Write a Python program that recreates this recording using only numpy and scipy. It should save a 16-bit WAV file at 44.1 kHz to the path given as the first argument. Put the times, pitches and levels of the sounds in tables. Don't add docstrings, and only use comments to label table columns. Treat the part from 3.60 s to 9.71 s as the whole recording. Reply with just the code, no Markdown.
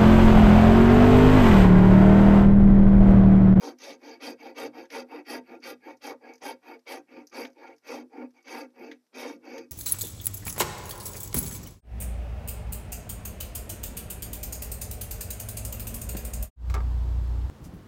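import sys
import numpy as np
from scipy import signal
from scipy.fft import rfft, irfft, next_fast_len
from scipy.io import wavfile

SR = 44100
rng = np.random.default_rng(int(sys.argv[2]) if len(sys.argv) > 2 else 0)


def how_loud(loudness_db):
    steps = np.asarray(loudness_db, float) / 20
    return 10 ** steps


def transcribe(u):
    v = np.clip(np.atleast_2d(u).T, -1, 1)
    q = np.round(v * 32767).astype(np.int16)
    wavfile.write(sys.argv[1], SR, q)


N = 269430

# start t/s, length t/s, board peak level/dB, bite/dB, lean (under 1: fastest early)
PUSHES = [(-0.026, 0.25, -37.5, 1.1, 0.72), (0.148, 0.32, -40.5, 6.5, 0.88), (0.579, 0.25, -35, 3.3, 0.71),
          (0.926, 0.25, -32.5, 1, 0.76), (1.274, 0.24, -34, 0.5, 0.81), (1.626, 0.26, -32.5, -0.5, 0.84),
          (1.992, 0.23, -36, 0.5, 0.85), (2.388, 0.23, -33, -3.1, 0.83), (2.789, 0.24, -32.5, -3.4, 0.73),
          (3.24, 0.25, -35, -1.4, 0.66), (3.692, 0.3, -34, -1, 0.68), (4.194, 0.35, -35, -2, 0.87),
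          (4.814, 0.37, -36, -1.5, 0.78), (5.503, 0.4, -35, 1.7, 0.62)]
PULLS = [(0.339, 0.34, -46, 10, 1), (0.718, 0.3, -43.5, 7, 1.11), (1.088, 0.25, -39, 3, 0.9),
         (1.422, 0.28, -38.5, -3.2, 1.1), (1.762, 0.3, -43, -2, 1.62), (2.152, 0.28, -41, -4.5, 1.22),
         (2.561, 0.29, -43.5, -3.5, 0.88), (2.958, 0.3, -42.5, 0.2, 1.16), (3.416, 0.32, -45, -2.5, 1.036),
         (3.895, 0.37, -44.5, 0.3, 0.88), (4.446, 0.32, -39.9, -7, 1.04), (4.712, 0.2, -63.5, 9, 0.61),
         (5.082, 0.39, -44, -3.8, 0.89), (5.755, 0.43, -41, -0.4, 0.86)]
# level re board/dB, share of bite, start as share of stroke,
# length as share of stroke, power of speed
ON_PUSH = [
    (-0.5, 0.0, 0.0011, 0.91, 5.25),
    (-10.5, 0.72, 0.039, 0.72, 2.85),
    (-11.5, 0.78, 0.056, 0.66, 2.36),
    (-18.5, 0.45, 0.076, 0.63, 3),
]
ON_PULL = [
    (-1.5, 0.12, 0.0, 0.88, 5.2),
    (-11, 0.49, 0.11, 0.65, 2.1),
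    (-16.5, 1.11, 0.045, 0.75, 3.5),
    (-22.5, 0.85, 0.095, 0.64, 2.2),
]
PART_LEANS = [1.013, 1.01, 1.058, 1.05]
# t/s, board tilt/(dB per octave), level of the finest sounds/dB
GRIP_SHIFTS = [(0.08, -2, -1.5), (0.5, -5, -3), (0.87, -1.5, -2.5), (1.2, -2.5, -2), (1.55, 1, .5),
               (1.93, -5, -0.5), (2.3, -.5, 1), (2.7, 2, -2), (3.1, 2.5, 2), (3.35, 4, 0.5),
               (3.58, -5.5, -3), (4.05, 2.5, -5.5), (4.35, -1, -4), (4.6, -2.5, -5), (4.95, 1, -2),
               (5.249, -3.5, 1.5), (5.65, -2, -2.5), (5.95, -7, 1)]
# t/s, frame level/dB, blade tilt/(dB per octave)
HAND_SHIFTS = [(0.078, -7.5, -2), (0.3, -4, -3), (0.5, .3, 1.5), (0.87, -0.7, -2.5), (1.2, -1.5, -5),
               (1.55, 1.3, -1.5), (1.75, 1, -4), (2.1, 1.4, -4), (2.3, 1.5, -4), (2.7, 0, .3),
               (3.1, 1.5, -12), (3.58, 3, 7.5), (4.05, 0, .3), (4.6, -1, 2), (4.97, 3, 1), (5.25, 2, 11.5),
               (5.65, -1.2, -3.5), (5.95, 2.2, 14)]
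# f/Hz, width f/Hz, level/dB, change on the drag level/dB
BOARD_MODES = [(59, 4.4, 3.5, 4), (125.3, 6.7, -7, 2.5), (192.7, 5.6, -18, -17), (248.7, 11.7, 4.5, 3),
               (296.6, 17.1, 4.5, 3.5), (346.2, 24.4, 1, 5), (410, 17, -7, 2), (449.1, 26, 3, 6.5),
               (474.7, 53.6, 3.5, 0.5), (527, 29, 5.5, 1.5), (543.9, 27.3, 4, -0.5), (681.6, 26, -3.5, 1.5),
               (768, 30.4, -3, 5.5), (856, 62, -5, 4.5), (909.7, 24.6, -1.5, 4)]
FRAME_MODES = [(1210, 28, -5, -3), (1396, 24, -3.5, -2), (1581, 13, -8.5, -4), (1653, 30, -7, 2.5),
               (1914, 37.5, -7, -3), (2017, 30, -4, -2), (2234, 59, -1, 0.5), (2486, 75, -6.5, -1.5),
               (2598, 61, -4.5, -1.5)]
BLADE_MODES = [(3160, 140, 0, -3.5), (3693, 98, 0, -1.5), (4597, 320, 5.5, -2), (4742, 315, 5, -1.5),
               (5390, 1200, -4.5, -6), (6250, 660, 1.5, -4.5)]
FIBRE_MODES = [(7760, 3300, -5.5, -19), (8690, 390, -5.5, -15), (10330, 1300, 3.5, -13.5),
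               (12150, 1200, -26, -16), (13100, 1900, 5.5, -5)]
# f/Hz, level/dB
HISS_SHAPE = [(88, -32), (150, -7.5), (406, -2), (1640, -13.5), (2540, -17), (3020, -17.5), (5900, -12),
              (6490, -20), (7150, -16.5), (14500, -20)]
# t/s, peak level/dB, frame knock level/dB
TICKS = [(0.185, -44, -1), (0.611, -51, -15), (1.2346, -63, -15), (1.253, -51, 11), (1.3016, -41.5, 12.5),
         (2.0018, -56, -18), (2.3685, -53, -11), (2.735, -43.5, -23), (2.7537, -46, -17), (2.778, -52.5, 1),
         (3.191, -57, 3), (3.6693, -38.5, -16), (3.683, -54, -7), (3.6954, -50, -11), (3.849, -39.5, 17),
         (3.8686, -46, -9), (3.8994, -56, -15), (3.9185, -62, -15), (3.93, -58, -5), (4.1624, -56, -20),
         (4.18, -54.5, -4), (4.7052, -59.5, 4), (4.7636, -67, -5), (4.826, -56, -15), (5.1023, -65, 10),
         (5.464, -66, 2), (5.852, -51, -9), (5.979, -33.5, 6), (6.068, -72, -4), (6.087, -68, -7)]
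# t/s, peak level/dB, ring T60 t/s, frame knock level/dB
BUMPS = [
    (0.9004, -57, 0.031, 17),
    (5.313, -44, 0.073, 16.5),
]
# f/Hz, width f/Hz, level/dB
PIN_MODES = [(4880, 590, -1), (6290, 650, -1.5), (10200, 1000, -47), (13200, 5900, -17)]
KNOCK_MODES = [(1630, 470, -3.5), (2440, 1930, -8.5), (3640, 900, -7.7)]

TILT_PUSH_DB, TILT_PULL_DB, TILT_REST_DB = 1, 2, -13.5
TILT_PER_BITE = 0.17
TILT_TRAVEL_DB, PULL_TRAVEL_DB = -3.5, 1
STEADY_PUSH, STEADY_PULL = 0.73, 0.73
TICK_T60_S, SHOP_T60_S = 0.048, 0.22
HISS_DB = -79.5
BASS_CUT_HZ, TOP_CUT_HZ = 187, 15100


def rms_one(x):
    return x / np.sqrt(np.mean(x ** 2) + 1e-20)


def band(x, low_hz, high_hz):
    return signal.sosfilt(signal.butter(2, [low_hz, high_hz], "band", fs=SR, output="sos"), x)


def ring(x, hz, width):
    r = np.exp(-np.pi * width / SR)
    feedback = [1, -2 * r * np.cos(2 * np.pi * hz / SR), r * r]
    return signal.lfilter([(1 - r * r) / 2, 0, (r * r - 1) / 2], feedback, x)


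def drift(rate):
    r = np.exp(-64 * np.pi * rate / SR)
    noise = rng.standard_normal(N // 32 + 1002)
    slow = signal.lfilter([1], [1, -2 * r, r * r], noise)[1000:]
    return np.interp(np.arange(N) / 32, np.arange(len(slow)), rms_one(slow))


def strokes():
    start, length, peak_db, bite_db, lean = np.transpose(PUSHES + PULLS)[:, :, None]
    pull = np.repeat([0, 1], [len(PUSHES), len(PULLS)])[:, None]
    done = (np.arange(0, N + 32, 32) / SR - start) / length
    steady = np.where(pull, STEADY_PULL, STEADY_PUSH)
    gains, speeds = [], []
    for *laws, lean_factor in zip(ON_PUSH, ON_PULL, PART_LEANS):
        part_db, share, begins, lasts, power = np.transpose(laws)[:, pull]
        part_done = np.clip((done - begins) / lasts, 0, 1)
        swing = np.abs(np.sin(np.pi * part_done ** (lean_factor * lean)))
        speed = np.tanh(steady * swing) / np.tanh(steady) + 1e-4
        speeds.append(speed)
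        gains.append(how_loud(peak_db + part_db + share * bite_db) * speed ** power)
    weight = gains[1] / gains[1].sum(0)
    travel = 2 * np.clip(done, 0, 1) - 1
    tilt_db = np.where(pull, TILT_PULL_DB, TILT_PUSH_DB) + TILT_REST_DB * (1 - speeds[0])
    tilt_db = tilt_db + TILT_PER_BITE * bite_db + (TILT_TRAVEL_DB + PULL_TRAVEL_DB * pull) * travel
    controls = [20 * np.log10(g.sum(0)) for g in gains]
    controls += [(weight * c).sum(0) for c in (pull, travel, tilt_db)]
    return [np.interp(np.arange(N) / 32, np.arange(len(c)), c) for c in controls]


def tearing(per_s, spread_db, catch_db):
    sizes = how_loud(spread_db * np.minimum(rng.exponential(1, N), 4)) * rng.choice([-1, 1], N)
    breaks = rng.random(N) < per_s / SR
    return rms_one(sizes * breaks * how_loud(catch_db * drift(82)))


def body(blows, level_db, drag, modes, low_hz, high_hz, between_db, drag_db, patchy_db, tilt_db=0, count=1):
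    x = blows * how_loud(level_db)
    wash_db = between_db + drag_db * drag + patchy_db * drift(19.5)
    out = band(x * how_loud(wash_db), low_hz, high_hz)
    power = np.mean((how_loud(between_db) * band(blows, low_hz, high_hz)) ** 2)
    for k, (hz, width, mode_db, change_db) in enumerate(modes):
        octaves = np.log2(max(hz, low_hz) ** 2 / (low_hz * high_hz)) / 2
        coupling_db = mode_db + change_db * drag + tilt_db * octaves + patchy_db * drift(10.3)
        delay = count // 2 * 23 * (k + 1)
        pair = np.array([np.roll(x * how_loud(coupling_db), delay), blows * how_loud(mode_db)])
        for _ in range(count):
            pair = ring(pair, hz, width)
        out += (-1) ** k * pair[0]
        power += np.mean(pair[1] ** 2)
    steep = signal.butter(6, 1.201 * high_hz, fs=SR, output="sos")
    return signal.sosfilt(steep, out) / np.sqrt(power)


def saw():
    board_db, frame_db, blade_db, fibre_db, drag, travel, tilt_db = strokes()
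    now = np.arange(N) / SR
    s, *grip = np.transpose(GRIP_SHIFTS)
    grip_tilt_db, kerf_db = [np.interp(now, s, c) for c in grip]
    s, *hand = np.transpose(HAND_SHIFTS)
    free_db, blade_tilt_db = [np.interp(now, s, c) for c in hand]
    blade_tilt_db = blade_tilt_db + 7.8 * drag * travel
    teeth = tearing(per_s=900, spread_db=2.0, catch_db=0.0)
    dust = tearing(per_s=6000, spread_db=4.0, catch_db=1.0)
    crackle = tearing(per_s=3900, spread_db=1.0, catch_db=2.5)
    board = body(teeth, board_db, drag, BOARD_MODES, 250, 1312,
                 between_db=-14, drag_db=1, patchy_db=2.5, tilt_db=tilt_db + grip_tilt_db)
    frame = body(teeth + 1.33 * dust, frame_db + free_db, drag, FRAME_MODES, 1050, 2433,
                 between_db=-17.5, drag_db=0.0, patchy_db=3.0)
    blade = body(0.23 * teeth + dust, blade_db + 0.76 * kerf_db, drag, BLADE_MODES, 2980, 5540,
                 between_db=-7.5, drag_db=-5.5, patchy_db=3.5, tilt_db=blade_tilt_db, count=2)
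    fibres = body(crackle + 0.75 * dust, fibre_db + kerf_db, drag, FIBRE_MODES, 8400, 10900,
                  between_db=-14, drag_db=-20, patchy_db=2.5, tilt_db=0.71 * kerf_db, count=2)
    return board + frame + blade + fibres


def hiss():
    hz = np.arange(N // 2 + 1) * SR / N + 1
    points_hz, points_db = np.transpose(HISS_SHAPE)
    shape = how_loud(np.interp(np.log(hz), np.log(points_hz), points_db))
    return how_loud(HISS_DB) * rms_one(irfft(rfft(rng.standard_normal(N)) * shape, N))


def workshop(x):
    size = next_fast_len(N + SR)
    w = 2 * np.pi * np.arange(size // 2 + 1) / size
    lags = rng.uniform(0.011, 0.054, 10) * SR
    loops = [how_loud(-60 * lag / SR / SHOP_T60_S) * np.exp(-1j * w * lag) for lag in lags]
    tail = sum(g / (1 - g) for g in loops) / (1 + 1j * w * SR / (2 * np.pi * 3000))
    return irfft(rfft(x, size) * tail, size)[:N]


def resonate(x, modes):
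    return sum((-1) ** k * how_loud(level_db) * ring(x, hz, width)
               for k, (hz, width, level_db) in enumerate(modes))


def ticks():
    pin, knock = np.zeros(N + SR), np.zeros(N + SR)
    age = np.arange(SR // 8) / SR
    events = [(s, peak_db, TICK_T60_S, knock_db) for s, peak_db, knock_db in TICKS] + BUMPS
    for s, peak_db, t60, knock_db in events:
        noise = rng.standard_normal(len(age)) * np.minimum(age / 0.0016, 1)
        burst = noise * how_loud(peak_db + 2.5 - 60 * age / t60)
        first = round(s * SR)
        pin[first:first + len(age)] += burst
        knock[first:first + len(age)] += burst * how_loud(knock_db)
    return resonate(pin[:N] + 1e-18, PIN_MODES) - resonate(knock[:N] + 1e-18, KNOCK_MODES)


def scene():
    near = saw() + ticks()
    return (near + how_loud(-24.5) * workshop(near) + hiss())[None]


def top_cut(x):
    return signal.sosfilt(signal.butter(12, 14780, fs=SR, output="sos"), x)


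def record(dry):
    x = signal.sosfilt(signal.butter(4, BASS_CUT_HZ, "high", fs=SR, output="sos"), dry)
    x = signal.sosfilt(signal.cheby2(12, 60, TOP_CUT_HZ, fs=SR, output="sos"), x)
    return top_cut(x)


dry = scene()
out = record(dry)
transcribe(out)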